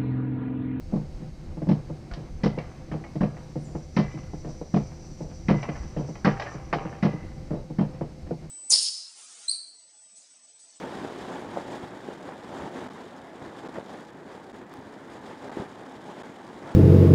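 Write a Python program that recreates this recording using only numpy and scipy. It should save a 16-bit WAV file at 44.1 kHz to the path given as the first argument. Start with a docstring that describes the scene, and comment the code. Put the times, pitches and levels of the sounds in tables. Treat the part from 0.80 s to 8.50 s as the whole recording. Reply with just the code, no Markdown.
"""A ride cart is hauled along steel rails through a forest, heard from the seat.
About every three quarters of a second its front wheels knock twice over a joint: damped modes give the shell's
boom and the ringing steel, bursts of filtered noise the clatter. The rear wheels follow half a second later,
mostly softer. Bumps and clanks fall in between, over a rumble and rolling hum of filtered noise.
Around the track: insects as hissing noise and wavering tones, and one thin bird call as a gliding tone."""
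import sys
import numpy as np
from scipy import signal
from scipy.fft import rfft, irfft
from scipy.io import wavfile
from scipy.ndimage import uniform_filter1d

SR = 44100
rng = np.random.default_rng(int(sys.argv[2]) if len(sys.argv) > 2 else 0)


def bounce(signal):
    """Save signal as a 16-bit WAV file at the path given by the first command-line argument."""
    frames = np.transpose(np.atleast_2d(signal))
    limited = np.clip(frames, -1, 1)
    pcm = np.round(limited * 32767).astype(np.int16)
    wavfile.write(sys.argv[1], SR, pcm)


N = 339570
TIME = np.arange(N) / SR
AGE = TIME[:SR]  # seconds since a blow; each blow lasts one second

# Rail joints under the cart. Each row: front axle's time in seconds, shell boom level in dB,
# steel clang level in dB, contact grit level in dB, nominal pitch of the struck part in Hz,
# rear axle thump level in dB, rear axle clang level in dB.
JOINTS = [(0.134, -17, -56.5, -67, 1390, -52, -70), (0.888, -13, -40, -49, 1720, -28.5, -62),
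          (1.634, -16.5, -32.5, -41, 1986, -20, -34.5), (2.407, -16.5, -34, -53.5, 1595, -33.5, -61),
          (3.165, -15.5, -28.5, -39.5, 2130, -25, -44.5), (3.938, -14.5, -38.5, -51, 1420, -26.5, -58),
          (4.684, -15, -25, -42.5, 2044, -17.5, -37.5), (5.446, -16.5, -19.5, -38, 1600, -21, -19),
          (6.226, -15.5, -29, -43.5, 2006, -16.5, -48), (6.985, -15.5, -38.5, -56, 1800, -35, -51)]
USUAL_CLANG_DB = -34.5  # reference joint; a sharper edge shifts the other parts of the blow by their slopes


def undb(db):
    """Decibels to gain."""
    return 10 ** (np.asarray(db) / 20)


def unit(x):
    """Scale to rms 1."""
    return x / np.sqrt(np.mean(x ** 2))


def fade(t60):
    """Exponential decay, 60 dB in t60 seconds, that also closes smoothly after one second."""
    decay = np.exp(-np.log(1000) * AGE / t60)
    return decay * np.cos(np.pi / 2 * AGE ** 2)


def press(rise_s):
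    """The contact force builds up over a few milliseconds or less."""
    return 1 - np.exp(-(AGE / rise_s) ** 2)


def add(track, s, sound):
    """Mix a sound into a track (or a stack of tracks) at a time."""
    start = min(max(int(s * SR), 0), N)
    track[..., start:start + sound.shape[-1]] += sound[..., :N - start]


def walk(rate):
    """Smooth random wander with spread 1, about `rate` fresh values a second."""
    hold = int(SR / rate)
    steps = np.repeat(rng.standard_normal(N // hold + 1), hold)
    return unit(uniform_filter1d(steps, hold)[:N])


def colour(x, points, peaks=(), size=8192):
    """Causal minimum-phase filter of unit power: a broad response with resonances on top."""
    f = np.maximum(np.fft.rfftfreq(size, 1 / SR), 1)
    hz, db = np.transpose(points)
    db = np.interp(np.log(f), np.log(hz), db)
    for centre_hz, width_hz, peak_db in peaks:
        db = db + peak_db / (1 + (2 * (f - centre_hz) / width_hz) ** 2)
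    # keeping one side of the cepstrum makes the response start at once
    cepstrum = irfft(np.log(undb(db)))[:size // 2]
    response = irfft(np.exp(2 * rfft(cepstrum, size)))
    return signal.fftconvolve(x, response / np.linalg.norm(response))[:N]


def ring(modes, detune, rise_s):
    """Damped modes, slightly retuned by each blow."""
    waves = np.zeros(SR)
    for hz, t60, db, sign in modes:
        struck_hz = hz * (1 + detune * rng.standard_normal())
        waves += sign * undb(db) * fade(min(t60, 1.3)) * np.sin(2 * np.pi * struck_hz * AGE)
    return press(rise_s) * waves


def rattle(t60, rise_s, tail_db, tail_t60, grain_db, size=60):
    """A burst of tiny uneven contacts, with a quieter tail as the structure settles."""
    grain_levels = grain_db * np.clip(rng.standard_normal(SR // size + 1), -2, 2)
    grains = unit(np.repeat(undb(grain_levels), size)[:SR])  # each grain lasts `size` samples
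    decay = fade(t60) + undb(tail_db) * fade(tail_t60)
    return rng.standard_normal(SR) * grains * press(rise_s) * decay


def forest():
    """An even hiss of distant insects, a chorus that swells and recedes, and nearer whines that sag."""
    # Hiss of the distant insects. Each row: frequency in Hz, relative level in dB.
    hiss_response = [(1500, -15.5), (2150, -2), (2700, -6.5), (3500, -7.5), (4150, -2.5), (4700, -0.5),
                     (5400, -4.5), (6200, -4.5), (7000, -8.5), (8500, -10.5), (10000, -18), (13000, -24),
                     (14500, -30.5)]
    # Narrow bands in that hiss. Each row: frequency in Hz, width in Hz, height in dB.
    hiss_peaks = [(2135, 57, 8), (2570, 60, 3), (3890, 35, 10.5), (4495, 38, 4), (5350, 77, 8)]
    # Colour of the insect chorus. Each row: frequency in Hz, relative level in dB.
    chorus_response = [(3500, -38), (4300, -12.5), (4700, -7.5), (5450, -7.5), (5900, 2.5), (6100, -1.5),
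                       (6450, -17.5), (7500, -13.5), (9000, -34.5), (12000, -46.5)]
    # Calls of nearer insects. Each row: start in seconds, length in seconds, mean pitch in Hz, starting level in dB.
    insect_calls = [(0, 2.8, 6450, -72.5), (1.365, 0.82, 6100, -66), (6.204, 1.5, 6180, -75)]
    far_db, near_db, peak_s, width_s = -81.5, -59.5, 4.51, 1.83  # the chorus swells and recedes
    edge_s, sag_db_per_s = 0.017, 6

    hiss = undb(-63.0 + .5 * walk(18)) * colour(rng.standard_normal(N), hiss_response, hiss_peaks)
    swell = undb(far_db) + undb(near_db) * np.exp(-np.abs((TIME - peak_s) / width_s) ** 3)
    chorus = swell * undb(2.0 * walk(45)) * colour(rng.standard_normal(N), chorus_response)
    whine = np.zeros(N)
    for s, length_s, hz, db in insect_calls:
        age = np.clip(TIME - s, 0, length_s)
        gate = np.clip(np.minimum(age, length_s - age) / edge_s, 0, 1)
        level = undb(db - sag_db_per_s * age + 2 * walk(25))
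        phase = 2 * np.pi * np.cumsum(hz + 75 * walk(700)) / SR
        whine += gate * level * np.sin(phase)
    return hiss + chorus + whine


def bird():
    """A thin whistle that rises and drops, smeared by the trees."""
    # The call, joined by straight lines. Each row: time in seconds, pitch in Hz before wavering, level in dB.
    whistle = [(2.77, 8600, -90), (2.795, 8400, -68), (2.828, 9640, -71), (2.838, 9300, -63),
               (2.846, 7530, -57), (2.868, 6930, -59), (2.9, 7040, -76), (2.94, 7100, -72),
               (2.97, 7160, -88)]
    s, pitch_hz, level_db = np.transpose(whistle)
    hz, db = np.interp(TIME, s, pitch_hz), np.interp(TIME, s, level_db)
    calling = (TIME > s[0]) & (TIME < s[-1])
    phase = 2 * np.pi * np.cumsum(hz + 130 * walk(600)) / SR
    call = calling * undb(db) * np.sin(phase)
    trees = rng.standard_normal(SR) * fade(0.69)
    return call + undb(0.5) * signal.fftconvolve(call, trees / np.linalg.norm(trees))[:N]


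def rolling():
    """Rough wheels keep the shell humming over a deep unsteady rumble; now and then the cart lurches."""
    # Deep rumble. Each row: frequency in Hz, relative level in dB.
    rumble_response = [(8, -16), (20, 3.5), (35, -1), (50, -2), (80, 1), (110, -15), (200, -33),
                       (1000, -79.5)]
    # Hum of the rolling wheels through the shell. Each row: frequency in Hz, relative level in dB.
    hum_response = [(12, -33.5), (20, -11), (54, -2.5), (97, -5), (146, 3), (215, 0.5), (256, -4),
                    (318, -7.5), (403, -15), (501, -12.5), (649, -14.5), (755, -17.5), (1140, -22.5),
                    (2130, -28), (3500, -37), (4550, -61), (7700, -120)]
    # Resonances in that hum. Each row: frequency in Hz, width in Hz, height in dB.
    hum_peaks = [(114.6, 27, 5), (152.4, 15, 7), (334, 27, 10.5), (380, 33, 7), (515, 16, 14),
                 (762, 41, 8.5)]
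    # The cart rocks on its mounts. Each row: time in seconds, level in dB.
    lurches = [(0.344, -22), (1.315, -19.5), (2.40, -24), (4.998, -23), (5.16, -20.5)]
    rumble_db, fall_db_per_s = -43, 0.26  # the rumble eases along the track

    sway_db = 3.3 * walk(12)
    rumble = colour(rng.standard_normal(N), rumble_response)
    rumble = rumble * undb(rumble_db - fall_db_per_s * TIME + sway_db)
    for s, db in lurches:
        rocking = ring([(46, 0.14, 0, 1), (71, 0.062, 0.94, 0.86)], detune=0.07, rise_s=0.008)
        add(rumble, s, undb(db) * rocking)
    roughness_db = 1.8 * walk(30)
    tread = rng.standard_normal(N) * undb(-43.5 + roughness_db)
    return rumble + colour(tread, hum_response, hum_peaks)


def rail():
    """The rail sings on after every other joint; its close modes beat as they die away."""
    rail_hz, rail_t60_s, rail_db = 1990, 1, -49.5  # level at the reference joint
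    slope = 1.1  # rise of the ring with the clang, dB per dB
    out = np.zeros(N)
    cluster = [(rail_hz + offset_hz, rail_t60_s, db, sign)
               for offset_hz, db, sign in [(0, -1, 0.63), (37.3, -4, -1), (78.3, -5, 0.72)]]
    for s, _, clang_db, *_ in JOINTS[::2]:
        level = undb(rail_db + slope * (clang_db - USUAL_CLANG_DB))
        add(out, s, level * ring(cluster, detune=0.0013, rise_s=.004))
    return out


def steel_ring(scatter_db):
    """Each blow lands elsewhere on the steel and wakes its modes in a different mix."""
    # Modes of the steel frame and rail. Each row: frequency in Hz, 60 dB decay in seconds,
    # typical level in dB.
    steel_modes = [(785, 0.95, 0.5), (954, 0.52, 0), (1074, 0.44, -6.5), (1170, 0.35, -4), (1235, 0.5, -5),
                   (1370, 0.46, -13), (1670, 0.39, -8), (1800, 0.2, -1), (1930, 0.22, -4), (2045, 0.4, -10),
                   (2190, 0.3, -8), (2310, 0.73, -8.5), (2460, 0.32, -2.5), (2663, 0.44, -11),
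                   (3020, 0.13, -6.5), (3160, 0.16, 1.5), (3960, 0.3, -17), (5630, 0.23, -22)]
    chance = rng.standard_normal((len(steel_modes), 2))
    modes = [(hz, t60, db + scatter_db * a, np.sign(b))
             for (hz, t60, db), (a, b) in zip(steel_modes, chance)]
    return ring(modes, detune=0.0022, rise_s=0.01)


def clink(hz, t60):
    """The small part that is struck rings briefly on its own pitch and two weaker neighbours."""
    modes = [(hz, t60, 0, 1), (.84 * hz, t60, -5, -1), (1.22 * hz, t60, -6, -1)]
    return ring(modes, detune=0.0031, rise_s=0.0004)


def bump(thump_db, clatter_db, t60):
    """The wheel carriage thumps, shaking chassis and a little steel: (tones, clatter, clang, grit)."""
    # Modes of the wheel carriage. Each row: frequency in Hz, 60 dB decay in seconds,
    # relative level in dB, signed amplitude factor.
    carriage_modes = [(125, 0.6, -7, -0.42), (149.5, 0.27, 0, 0.76), (180, 0.08, 1, -0.96),
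                      (231, 0.24, -11, 1), (312.5, 0.14, -2, -0.78), (409, 0.29, -27.5, 0.38),
                      (490.5, 0.1, -14, -1), (670, .12, -28.5, 1)]
    thump = ring(carriage_modes, detune=0.034, rise_s=0.00029)
    clatter = rattle(t60, rise_s=0.00068, tail_db=-19.5, tail_t60=0.57, grain_db=1.5)
    clang = rattle(t60, rise_s=0.0076, tail_db=-11.5, tail_t60=0.16, grain_db=2.5)
    return np.array([undb(thump_db - 5.0) * thump,
                     undb(clatter_db - 2.5) * clatter,
                     undb(clatter_db - 23) * clang,
                     np.zeros(SR)])


def clank(db, grit_db, part_hz, t60):
    """Steel strikes steel; the part and its bracket ring: (tones, clatter, clang, grit)."""
    part = undb(-6.5) * clink(part_hz, t60=0.055)
    bracket = undb(-6.5) * clink(690.0, t60=0.15)
    tones = undb(-26) * steel_ring(scatter_db=6.5) + part + bracket
    clatter = rattle(t60, rise_s=.005, tail_db=-6.5, tail_t60=1.0, grain_db=12)
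    clang = rattle(t60, rise_s=0.00087, tail_db=-11.5, tail_t60=1.0, grain_db=7)
    grit = rattle(t60, rise_s=0.0011, tail_db=-18.5, tail_t60=0.54, grain_db=1.0)
    return np.array([undb(db) * tones,
                     undb(db - 13.5) * clatter,
                     undb(db - 8.0) * clang,
                     undb(grit_db) * grit])


def uneven_track(count=10):
    """Stronger bumps at set times, and faint jolts at random moments."""
    # The stronger bumps. Each row: time in seconds, thump level in dB, clatter level in dB,
    # both before the carriage's own trims.
    bumps = [(0.124, -19.5, -30.5), (0.422, -27.5, -55), (0.771, -23.5, -37.5), (0.819, -17.5, -28),
             (0.871, -16, -33), (1.098, -22.5, -33), (1.775, -21.5, -26), (2.356, -17.5, -31.5),
             (2.757, -18, -29), (2.95, -20.5, -26), (3.342, -23.5, -48), (3.534, -24.5, -31.5),
             (3.812, -29, -30.5), (4.406, -23.5, -34), (4.744, -15, -37), (4.887, -18, -28),
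             (5.287, -22.5, -30.5), (5.746, -25.5, -34), (6.052, -20.5, -30), (6.335, -20, -32),
             (6.902, -22.5, -37.5), (7.21, -19, -23), (7.509, -18, -27)]
    jolt_thump_db, jolt_clatter_db = -35, -52  # the strongest jolt
    parts = np.zeros((4, N))
    for s, thump_db, clatter_db in bumps:
        add(parts, s, bump(thump_db, clatter_db, t60=0.091))
    for k, (when, strength) in enumerate(rng.random((count, 2))):
        db = 10 * np.log10(.5 + .5 * strength)
        s = (k + when) / count * N / SR
        add(parts, s, bump(jolt_thump_db + db, jolt_clatter_db + db, t60=0.04))
    return parts


def fittings():
    """Loose fittings strike and bounce once."""
    # Loose steel fittings. Each row: time in seconds, clang level in dB, contact grit level in dB,
    # nominal pitch of the fitting in Hz.
    clanks = [(1.3123, -37.5, -56, 1450), (1.3354, -40, -42.5, 1820), (1.7853, -29.5, -48, 2264),
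              (2.2393, -37, -64, 1950), (2.356, -48, -57, 1890), (2.5676, -42, -67, 1930),
              (4.8284, -28, -48, 2330), (4.889, -33, -52, 2040), (4.9542, -35.5, -65, 1764),
              (5.3542, -38, -59, 2020), (5.5969, -26, -41, 1905), (5.6207, -27.5, -43, 1980),
              (5.6641, -32, -58, 2010), (6.1262, -36.5, -72, 1770)]
    bounce_s, bounce_db = .024, -14  # second strike, against the first
    parts = np.zeros((4, N))
    for s, db, grit_db, part_hz in clanks:
        add(parts, s, clank(db, grit_db, part_hz, t60=0.063))
        add(parts, s + bounce_s, undb(bounce_db) * clank(db, grit_db, part_hz, t60=0.037))
    return parts


def chatter(count=7):
    """After each joint a few small steel parts tick at random, tending fainter with time."""
    start_s, span_s = 0.083, .24
    level_db, fall_db_per_s = -18, 31.5  # level against the joint's clang
    parts = np.zeros((4, N))
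    for s, _, clang_db, _, part_hz, *_ in JOINTS:
        for k, (when, size) in enumerate(rng.random((count, 2))):
            age = start_s + span_s * (k + when) / count
            db = clang_db + level_db - fall_db_per_s * age
            tick_hz = part_hz * 2 ** (.5 - size) / 1.2  # a larger part ticks lower
            tick = rattle(t60=0.055, rise_s=0.0013, tail_db=-22, tail_t60=0.2, grain_db=8.5)
            add(parts[0], s + age, undb(db) * clink(tick_hz, t60=0.063))
            add(parts[2], s + age, undb(db) * tick)
    return parts


def rear_axle(part_hz=1820):
    """The rear pair of wheels meets the same joint, farther from the seat."""
    axle_s, wheel_gap_s = .481, .026  # delay behind the front axle, then between the rear wheels
    grit_db = -22.5  # against the clang
    parts = np.zeros((4, N))
    for s, *_, thump_db, clang_db in JOINTS:
        thump = bump(thump_db, thump_db - 12, t60=0.12)
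        steel = clank(clang_db, clang_db + grit_db, part_hz, t60=0.15)
        add(parts, s + axle_s, thump + steel)
        add(parts, s + axle_s + wheel_gap_s, bump(thump_db - 1.0, thump_db - 15.5, t60=0.29))
    return parts


def wheel_blow(shell, clatter_db, clang_db, grit_db):
    """One front wheel drops over a joint: (tones, clatter, clang, grit)."""
    clatter = rattle(t60=0.12, rise_s=0.0038, tail_db=-24.5, tail_t60=0.98, grain_db=-1.5)
    clang = rattle(t60=0.1, rise_s=0.0056, tail_db=-23.5, tail_t60=1.0, grain_db=5.5)
    grit = rattle(t60=0.15, rise_s=0.0011, tail_db=-21.5, tail_t60=1.0, grain_db=2)
    return np.array([shell,
                     undb(clatter_db) * clatter,
                     undb(clang_db + 3.0) * clang,
                     undb(grit_db) * grit])


def front_axle():
    """Leading wheel, trailing wheel, then a soft rebound at every joint."""
    # Modes of the cart's shell. 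Each row: frequency in Hz, 60 dB decay in seconds,
    # relative level in dB, signed amplitude factor.
    shell_modes = [(120.7, 0.88, -8, 0.31), (148.5, 0.28, 0.5, 0.45), (203, 0.14, 4, -0.84),
                   (270.3, 0.19, -14, -0.87), (329.2, 0.16, -17, 0.98)]
    wheel_gap_s, rebound_s = .022, .06  # after the leading wheel
    parts = np.zeros((4, N))
    for s, boom_db, clang_db, grit_db, part_hz, *_ in JOINTS:
        sharp_db = clang_db - USUAL_CLANG_DB
        clatter_db = -24 + 0.31 * sharp_db
        shell = undb(boom_db) * ring(shell_modes, detune=0.0046, rise_s=0.0022)
        steel = undb(clang_db - 21.5) * steel_ring(scatter_db=7.5)
        part = undb(clang_db - 3.5) * clink(part_hz, t60=0.07)
        add(parts[0], s, steel + part)
        # on a worn joint, where the clang is soft, the trailing wheel scrapes as much as the leading one
        trailing = (wheel_gap_s, 3.5 + 0.16 * sharp_db, 0, -3 - 0.32 * sharp_db)
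        # each blow: delay in seconds, then boom, clatter and edge in dB against the leading wheel
        blows = [(0, 0, 0, 0), trailing, (rebound_s, -14.5, -14, -20)]
        for delay, push_db, shake_db, edge_db in blows:
            blow = wheel_blow(undb(push_db) * shell, clatter_db + shake_db,
                              clang_db + edge_db, grit_db + edge_db)
            add(parts, s + delay, blow)
    return parts


def knocks():
    """Joints, bumps and loose fittings all shake the same shell, chassis and steel."""
    # Broad responses of the chassis, the steel and the gritty contact.
    # Each row: frequency in Hz, relative level in dB.
    chassis_response, steel_response, grit_response = [(120, -30), (260, 1), (400, 1.5), (700, -6),
                                                       (950, -9), (1300, -21), (2500, -35), (8000, -62.5)], [(300, -34.5), (750, 4.5),
                                                                        (1100, 0.5), (1450, -3),
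                                                                        (2100, -4.5), (2700, -8.5),
                                                                        (3200, -20), (3550, -25.5),
                                                                        (6000, -51), (12000, -86)], [(1500, -59),
                                                                                       (3000, 9.5),
                                                                                       (3500, 4),
                                                                                       (4000, 7.5),
                                                                                       (5500, 5.5),
                                                                                       (6300, -7.5),
                                                                                       (7200, -16.5),
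                                                                                       (10000, -32),
                                                                                       (14000, -47)]
    # Resonances of the chassis and of its steel parts. Each row: frequency in Hz, width in Hz,
    # height above the broad response in dB.
    chassis_peaks, steel_peaks = [(418, 38, 4), (491, 71, 6.5), (605.4, 117, 7), (706.5, 40, 8),
                                  (852, 22, 7)], [(1150, 340, 5.3), (1662, 9.7, 9.5),
                                                         (2060, 170, 1.6), (3020, 180, 6.8)]
    tones, clatter, clang, grit = uneven_track() + fittings() + chatter() + rear_axle() + front_axle()
    chassis = colour(clatter, chassis_response, chassis_peaks)
    steel = colour(clang, steel_response, steel_peaks)
    return tones + chassis + steel + colour(grit, grit_response)


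def scene():
    """The forest and the cart running through it, in one channel."""
    return (forest() + bird() + rolling() + rail() + knocks())[None]


def record(dry):
    """The camera's microphone channel cuts the top of the treble with a steep low-pass at 14.4 kHz."""
    low_pass = signal.ellip(8, .2, 70, 14400, fs=SR, output="sos")
    return signal.sosfilt(low_pass, dry)


dry = scene()
out = record(dry)
bounce(out)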